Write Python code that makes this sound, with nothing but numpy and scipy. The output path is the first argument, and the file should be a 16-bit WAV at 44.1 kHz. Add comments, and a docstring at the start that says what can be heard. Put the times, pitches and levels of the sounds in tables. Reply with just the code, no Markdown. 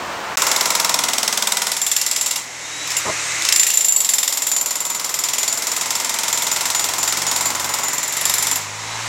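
"""Street traffic rushes; after a brief silence an electric jackhammer breaks a hard floor in an open shop.
Each impact cracks, drives the slab into vibration and excites the modes of the steel chisel, and the bare
room reverberates. In the pauses the unloaded motor spins up, its gear and fan whine sweeping through
the resonances of the housing; between the two runs the chisel chatters and a dull thump sounds.
In the street a heavy truck's diesel drones at its engine orders and gathers speed towards the end."""
import sys
import numpy as np
from scipy import signal
from scipy.fft import rfft, irfft, next_fast_len
from scipy.io import wavfile

SR = 44100
rng = np.random.default_rng(int(sys.argv[2]) if len(sys.argv) > 2 else 0)


def generate_wav(signal):
    """Clip the signal to [-1, 1] and save it as 16-bit WAV at the path in sys.argv[1]."""
    frames = np.transpose(np.atleast_2d(signal))
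    scaled = np.clip(frames, -1, 1) * 32767
    pcm = np.round(scaled).astype(np.int16)
    wavfile.write(sys.argv[1], SR, pcm)


N = 400428
TIME = np.arange(N) / SR

# blow rate in the hammer's two runs; it races until the chisel bites: t/s, f/Hz
FIRST_RUN_RATE = [(.372, 21.08), (.65, 21.15), (1.3, 20.69), (1.8, 20.19), (2.37, 20.3)]
SECOND_RUN_RATE = [(3.487, 27.22), (3.7, 28.83), (3.9, 25.81), (4.15, 21.23), (4.45, 20.93), (5.2, 20.65),
                   (5.9, 21.25), (6.7, 21.47), (7.25, 21.01), (7.6, 21.36), (8.02, 20.2), (8.22, 23.82),
                   (8.57, 22.35)]


def from_db(db):
    """Amplitude ratio of a level: tenfold for every 20 dB."""
    return 10 ** (np.asarray(db) / 20)


def unit_rms(x):
    """Normalisation to a mean square of 1."""
    return x / np.sqrt(np.mean(x ** 2) + 1e-20)


def in_time(rows):
    """Linear interpolation of each column of a time curve at every sample."""
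    t, *columns = np.transpose(rows)
    return [np.interp(TIME, t, column) for column in columns]


def colour(x, spectrum):
    """Minimum-phase filtering: a folded cepstrum makes it causal. White noise keeps its power."""
    size = 2 * next_fast_len(N // 2 + 8192)
    hz, level_db = np.transpose(spectrum)
    grid_hz = np.maximum(np.arange(size // 2 + 1) * SR / size, 1)
    gain = unit_rms(from_db(np.interp(np.log(grid_hz), np.log(hz), level_db)))
    cepstrum = irfft(np.log(gain))
    cepstrum[1:size // 2] *= 2
    cepstrum[size // 2 + 1:] = 0
    return irfft(rfft(x, size) * np.exp(rfft(cepstrum)))[:N]


def noise(spectrum):
    """Filtered Gaussian noise of rms 1."""
    return unit_rms(colour(rng.standard_normal(N), spectrum))


def drift(rate_hz):
    """Slow random modulation: straight lines between Gaussian values."""
    knots = rng.standard_normal(4096)
    return np.interp(TIME * rate_hz, np.arange(len(knots)), knots)


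def add(track, t, sound):
    """Superposition of a sound on the track from time t."""
    start = round(t * SR)
    track[start:start + len(sound)] += sound[:N - start]


def decay(t60, rise_s):
    """Envelope of a damped vibration: quick rise, exponential fall, a third of a second long."""
    age = TIME[:SR // 3]
    return (1 - np.exp(-age / rise_s)) * from_db(-60 * age / t60)


def blow_train(times, levels_db, envelope, correlation):
    """Partly correlated noise bursts: the reflections change colour a little from blow to blow."""
    out = np.zeros(N)
    spray = rng.standard_normal(len(envelope))
    for t, level_db in zip(times, levels_db):
        spray = correlation * spray + np.sqrt(1 - correlation ** 2) * rng.standard_normal(len(envelope))
        add(out, t, from_db(level_db) * envelope * spray)
    return out


def traffic():
    """Incoherent sources sum to the steady broadband noise of traffic."""
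    # traffic spectrum: f/Hz, level/dB
    spectrum = [(18, -49), (30, -34), (64, -17), (145, -17), (1030, -5.5), (1700, -10.5), (2040, -13.5),
                (2390, -15), (3450, -20), (7390, -25), (11800, -43), (14200, -34), (15800, -42)]
    return noise(spectrum)


def street():
    """Ambient noise of the street behind the work, strongest below 1 kHz."""
    # street spectrum: f/Hz, level/dB
    spectrum = [(25, -33), (60, -26), (130, -3), (220, -2), (500, 5.5), (900, 7), (2000, -16.5),
                (6000, -14), (15000, -64.5)]
    return noise(spectrum)


def truck(drone_db, first_db, fourth_db, wobble, clatter_db):
    """Periodic firing gives a diesel its exhaust harmonics and amplitude-modulates its clatter."""
    # engine: t/s, f/Hz (half the firing rate), relative level/dB of firing tone and of third harmonic
    engine = [(.37, 41.73, -67, -56), (2.1, 40.44, -64, -56), (2.75, 39.8, -66, -51), (3.1, 39.6, -55, -45),
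              (3.35, 39, -59, -45), (3.55, 40, -60, -61), (4.3, 43.5, -68, -60.5), (6.15, 43, -58, -55.5),
              (7.28, 47.6, -46.5, -47), (7.72, 47.7, -46, -49), (8.03, 46, -60, -49), (8.3, 48, -44, -49.5),
              (8.57, 51.1, -43.5, -46), (9.08, 56.8, -35, -51)]
    # clatter spectrum: f/Hz, level/dB
    clatter_spectrum = [(100, -14), (300, -14.5), (600, -12), (950, 3), (1400, -3.5), (2200, -7),
                        (6000, -10.5), (15000, -35)]
    hz, firing_db, third_db = in_time(engine)
    phase = 2 * np.pi * np.cumsum(hz * (1 + wobble * drift(25))) / SR
    harmonics_db = [firing_db + first_db, firing_db, third_db, third_db + fourth_db]
    drone = 0
    for k, level_db in enumerate(harmonics_db, 1):
        drone += np.sqrt(2) * from_db(level_db + drone_db + drift(11)) * np.sin(k * phase)
    pulsing = 1 + 0.29 * np.sin(2 * phase)
    return drone + from_db(firing_db + clatter_db) * pulsing * noise(clatter_spectrum)


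def thump(start_s, level_db, attack_s, hold_s, t60):
    """A dull thump: low-pass noise swells, holds briefly and decays exponentially."""
    # thump spectrum: f/Hz, level/dB
    spectrum = [(21, -44), (35, -19), (76, -6), (227, -8), (529, -1.5), (608, 3), (803, -7), (1090, 2),
                (1400, -14), (1820, -72), (3080, -120)]
    age = TIME - start_s
    attack = np.clip(age / attack_s, 0, 1)
    fall_db = -60 * np.maximum(age - attack_s - hold_s, 0) / t60
    return attack * from_db(level_db + fall_db) * noise(spectrum)


def rotor_speed(turns_per_blow, free_hz, spin_up_s, unload_s):
    """Gearing ties the rotor to the blow rate; unloaded, it relaxes exponentially towards free speed."""
    rotor_hz = np.zeros(N)
    for rate in (FIRST_RUN_RATE, SECOND_RUN_RATE):
        start_s, end_s = rate[0][0], rate[-1][0]
        loaded_hz = turns_per_blow * in_time(rate)[0]
        freed_s = np.maximum(TIME - end_s - unload_s, 0)
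        running_hz = free_hz + (loaded_hz - free_hz) * np.exp(-freed_s / spin_up_s)
        rotor_hz = np.where(TIME >= start_s, running_hz, rotor_hz)
    return rotor_hz


def motor(blows, flutter_db, wobble, sag, shake):
    """Flow noise of the cooling air, plus rotor harmonics weighted by the resonances of the housing."""
    # motor sound: t/s, air level/dB, whine level/dB ahead of the housing
    levels = [(.37, -23, -46), (1.15, -29.5, -36.5), (1.8, -31.5, -47), (2.5, -32.5, -47), (2.73, -29, -38),
              (2.92, -25, -44), (3.47, -22, -43.5), (3.88, -36.5, -63), (4.1, -35, -43), (4.7, -36, -47.5),
              (6, -28.5, -41), (7.7, -29, -37.5), (8.25, -26, -44), (8.52, -27.5, -35.5),
              (8.72, -32, -52.5), (9.08, -28.5, -38)]
    # multiples of the rotation rate: rotor, pinion teeth, fan blades and their octave
    orders = [1, 8, 13, 26]
    # radiation response of the housing: f/Hz, level/dB
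    housing = [(250, -17), (330, -5), (1900, 8.5), (2070, -5), (2350, -13), (2720, 10), (3200, -18),
               (3520, -12), (3680, -2.5), (3830, 2.5), (3960, 0), (4090, -19), (4200, -14), (4430, -9),
               (6400, -22), (7300, -18), (8050, -13), (8400, 5), (8900, -17)]
    # cooling air spectrum: f/Hz, level/dB
    air_spectrum = [(150, -15.5), (500, -8.5), (850, -4), (1250, 1.5), (1600, 0), (2080, 7), (2400, 1.5),
                    (2700, 1), (3300, -4), (3900, -0.5), (4700, -4.5), (5500, 0.5), (6700, 2.5), (7600, 2),
                    (8600, -9.5), (11000, -15), (15800, -31)]
    rotor_hz = rotor_speed(turns_per_blow=12.3, free_hz=335, spin_up_s=0.42, unload_s=0.07)
    air_db, whine_db = in_time(levels)
    load = np.zeros(N)
    for t, *_ in blows:
        add(load, t, np.hanning(SR // 30))   # each stroke briefly brakes and shakes the rotor
    unevenness = 1 + wobble * drift(80) + load * (shake * drift(150) - sag)
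    turns = np.cumsum(rotor_hz * unevenness) / SR
    whine = 0
    for k in orders:
        level_db = whine_db + np.interp(k * rotor_hz, *np.transpose(housing)) + flutter_db * drift(30)
        whine += np.sqrt(2) * from_db(level_db) * np.sin(2 * np.pi * k * turns)
    return from_db(air_db) * noise(air_spectrum) + whine


def blow_times(rate):
    """Phase is the integral of frequency: the piston strikes once per cycle of its crank."""
    clock = TIME[(TIME >= rate[0][0]) & (TIME <= rate[-1][0])]
    cycles = np.cumsum(np.interp(clock, *np.transpose(rate))) / SR
    return np.interp(np.arange(cycles[-1]), cycles, clock)


def hammer_blows(crack_scatter_db, ring_scatter_db, tap_slab_db, tap_clank_db):
    """Impulsive excitation by both runs and the taps between: a row per blow, columns as for contact."""
    # contact of chisel and floor: t/s, relative level/dB of crack, ring, slab; clank level/dB re crack
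    first_contact = [(.37, -13, -25.5, -21.5, -12), (.6, -10.5, -31.5, -24, -5.5),
                     (1.3, -13, -42, -26.5, -17), (1.66, -13.5, -35, -28, -7), (1.85, -21, -21, -39, 3),
                     (1.93, -15.5, -21.5, -39, -4), (2.36, -18, -25, -34.5, -6)]
    second_contact = [(3.487, -8.5, -37, -38, -14), (3.53, -8, -22, -43, -12),
                      (3.62, -12.5, -20.5, -49, -17), (3.73, -18.5, -17.5, -44, -18),
                      (3.95, -23.5, -18, -40.5, -19), (4.16, -14, -19, -35.5, -10),
                      (4.55, -20.5, -23.5, -35.5, -1), (4.97, -21.5, -25.5, -32, -3),
                      (5.17, -19, -24, -33.5, -7), (5.7, -19, -26.5, -30.5, -8),
                      (6.2, -16.5, -30.5, -30.5, -5.5), (6.8, -16.5, -27.5, -28, -12),
                      (7.35, -17, -33.5, -27, -10), (7.8, -22.5, -25, -27, -6), (8.1, -23.5, -25, -35.5, 0),
                      (8.28, -15, -26, -30.5, 3.5), (8.56, -20, -21.5, -32.5, 0.5)]
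    # the chisel jumps loose and rings louder: middle t/s, duration/s, extra level/dB
    loose_spells = [(3.85, .04, 4.5), (6.41, .1, 5.5), (6.77, .1, 6), (7.03, .14, 8), (7.38, .19, 9)]
    # light taps while the motor runs free: t/s, relative level/dB of crack and of ring
    taps = [(2.873, -26, -39), (2.903, -23, -36), (2.917, -23, -39), (2.9665, -22, -17.5),
            (3.4206, -20.5, -44), (3.4499, -16, -42)]
    rows = [(*tap, tap_slab_db, tap_clank_db) for tap in taps]
    for rate, contact in ((FIRST_RUN_RATE, first_contact), (SECOND_RUN_RATE, second_contact)):
        t = blow_times(rate)
        knots, *columns = np.transpose(contact)
        crack_db, ring_db, slab_db, clank_db = [np.interp(t, knots, column) for column in columns]
        crack_spread, ring_spread = rng.standard_normal((len(t), 2)).T
        loose_db = sum(db * (np.abs(t - middle) < length / 2) for middle, length, db in loose_spells)
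        crack_db += crack_scatter_db * crack_spread
        ring_db += loose_db + ring_scatter_db * ring_spread
        rows += zip(t, crack_db, ring_db, slab_db, clank_db)
    return np.array(sorted(rows))


def slab(blows, thud_db, buzz_db, t60):
    """Structure-borne sound: the struck floor thuds, and its almost periodic bass buzzes."""
    # spectra of the slab's thud and bass: f/Hz, level/dB
    thud_spectrum = [(100, -38), (400, -19), (600, -8.5), (800, -5), (970, 1.5), (1150, -4.5), (1400, -4),
                     (1800, -15), (4000, -24.5)]
    bass_spectrum = [(40, -33), (110, -11), (190, -3.5), (260, -2.5), (330, -4.5), (400, -0.5), (500, -5),
                     (700, -2), (2000, -50)]
    t, _, _, drive_db, _ = blows.T
    knock = decay(t60, rise_s=0.0011) + 0.58 * decay(0.044, rise_s=0.0007)
    thud = blow_train(t, drive_db + thud_db, knock, correlation=0.78)
    buzz = blow_train(t, drive_db + buzz_db, decay(t60, rise_s=0.0016), correlation=0.93)
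    return colour(thud, thud_spectrum) + colour(buzz, bass_spectrum)


def chisel(blows, ring_db, detune, scatter_db, echo_db, echo_t60):
    """Free vibration of the steel in damped modes, their balance set by its depth; the shop echoes."""
    # chisel modes: f/Hz, relative level/dB at full depth, T60/s, change of level/dB at the surface
    modes = [(2770, -18, 0.035, 14), (4220, -39, 0.1, -8), (4476, -17.5, 0.15, -8), (7040, -3, 0.21, -36),
             (7050, -6, 0.022, -13), (7250, -4, 0.11, 5), (7658, -1.5, 0.035, 6), (9850, -18, .06, -5),
             (10460, -16, 0.062, 0), (13330, -11.5, 0.2, -7), (13340, -14, 0.085, -3)]
    # penetration into the floor: t/s, depth (0 to 1)
    penetration = [(1.7, 0.07), (2.4, 0), (3.5, 0), (3.95, 0.67), (4.6, 0.98), (7.9, 1), (8.3, 0.67)]
    ring, age = np.zeros(N), TIME[:SR // 3]
    hz, deep_db, t60, surface_db = np.transpose(modes)[:, :, None]
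    envelopes = decay(t60, rise_s=0.00028)
    for t, _, level_db, *_ in blows:
        shift, strength, phase = rng.standard_normal((3, len(hz), 1))
        depth = np.interp(t, *np.transpose(penetration))
        mode_db = deep_db + surface_db * (1 - depth) + scatter_db * strength
        partials = np.sin(2 * np.pi * (hz * (1 + detune * shift) * age + phase)) * envelopes
        add(ring, t, (from_db(level_db + ring_db + mode_db) * partials).sum(axis=0))
    room_response = rng.standard_normal(len(age)) * decay(echo_t60, rise_s=0.0071)
    echo = signal.fftconvolve(ring, room_response / np.linalg.norm(room_response))[:N]
    return ring + from_db(echo_db) * echo


def impacts(blows, crack_db, crack_s, shop_db, shop_t60, tap_tail_db):
    """A short impact has a broad spectrum: it cracks, excites the steel and reverberates brightly."""
    # spectra of the direct crack and the bare shop's reverberation: f/Hz, level/dB
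    crack_spectrum = [(100, -46), (600, -35), (1300, -18), (1900, -1.5), (2900, -7), (3550, 2.5),
                      (4100, -3), (4550, -4), (5450, 3.5), (6200, -2), (7500, -0.5), (8400, -2),
                      (9400, -11), (15800, -13.5)]
    shop_spectrum = [(100, -45), (600, -12.5), (1300, -31.5), (2050, -2.5), (2900, -4.5), (3550, -1),
                     (4400, -1.5), (5400, 1.5), (7400, 0), (8400, -1), (9300, -8), (11400, -7.5),
                     (12400, -19), (15800, -20)]
    # heavily damped steel modes, a clank on hard contact and a ping when loose: f/Hz, level/dB
    clank_spectrum = [(6000, -26), (9500, -17), (10200, 3.5), (10550, -7), (10850, 5), (11100, -11),
                      (11550, 5.5), (12000, -3), (12600, -12), (13800, -13), (14400, -21), (15800, -18)]
    ping_spectrum = [(4000, -33), (6700, -11.5), (7050, 5.5), (7350, 7), (7650, 1), (8000, -18),
                     (9400, -56), (10100, 0.5), (10800, -36), (12600, -30), (13050, -2), (13800, -18),
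                     (14600, -25)]
    t, level_db, ring_db, _, clank_db = blows.T
    age = TIME[:SR // 20]
    burst = (1 - np.exp(-age / 0.00033)) / np.sqrt(1 + (age / crack_s) ** 6)
    crack = blow_train(t, level_db + crack_db, burst, correlation=0.77)
    clank_envelope = decay(0.021, rise_s=0.00012) + 0.17 * decay(0.22, rise_s=0.0019)
    clank = blow_train(t, level_db + clank_db, clank_envelope, correlation=0.3)
    ping = blow_train(t, ring_db + 5.0, decay(0.12, rise_s=0.00025), correlation=0.11)
    # strong blows all feed the shop the same energy; lighter ones leave a weaker tail
    tail_db = np.minimum(shop_db, level_db + tap_tail_db)
    tail = blow_train(t, tail_db, decay(shop_t60, rise_s=0.0023), correlation=0.28)
    return (colour(crack, crack_spectrum) + colour(clank, clank_spectrum)
            + colour(ping, ping_spectrum) + colour(tail, shop_spectrum))


def scene():
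    """Traffic alone, 13 ms of silence, then the superposition of work site and street."""
    blows = hammer_blows(crack_scatter_db=1.36, ring_scatter_db=1.65, tap_slab_db=-43, tap_clank_db=-20)
    hammer = impacts(blows, crack_db=1.0, crack_s=0.0044, shop_db=-21.5, shop_t60=0.3, tap_tail_db=-4.5)
    hammer += slab(blows, thud_db=0.5, buzz_db=-9.5, t60=0.38)
    hammer += chisel(blows, ring_db=2.0, detune=0.0052, scatter_db=5.0, echo_db=-3, echo_t60=0.27)
    outside = from_db(-42.5) * street()
    outside += truck(drone_db=-2.5, first_db=-22, fourth_db=-6.0, wobble=0.01, clatter_db=6.5)
    hammer += motor(blows, flutter_db=5.0, wobble=0.00136, sag=0.005, shake=0.01227)
    site = outside + hammer + thump(start_s=3.046, level_db=-22.5, attack_s=0.021, hold_s=0.028, t60=0.2)
    opening = from_db(-26.5) * traffic()
    return (opening * (TIME < 0.357) + site * (TIME > 0.370))[None]


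def record(dry):
    """Soft saturation rounds the tallest peaks; an elliptic low-pass removes the highest treble."""
    ceiling, cutoff_hz = 0.95, 15900
    rounded = dry / (1 + (dry / ceiling) ** 4) ** (1 / 4)
    return signal.sosfilt(signal.ellip(12, 0.1, 80, cutoff_hz, fs=SR, output="sos"), rounded)


dry = scene()
out = record(dry)
generate_wav(out)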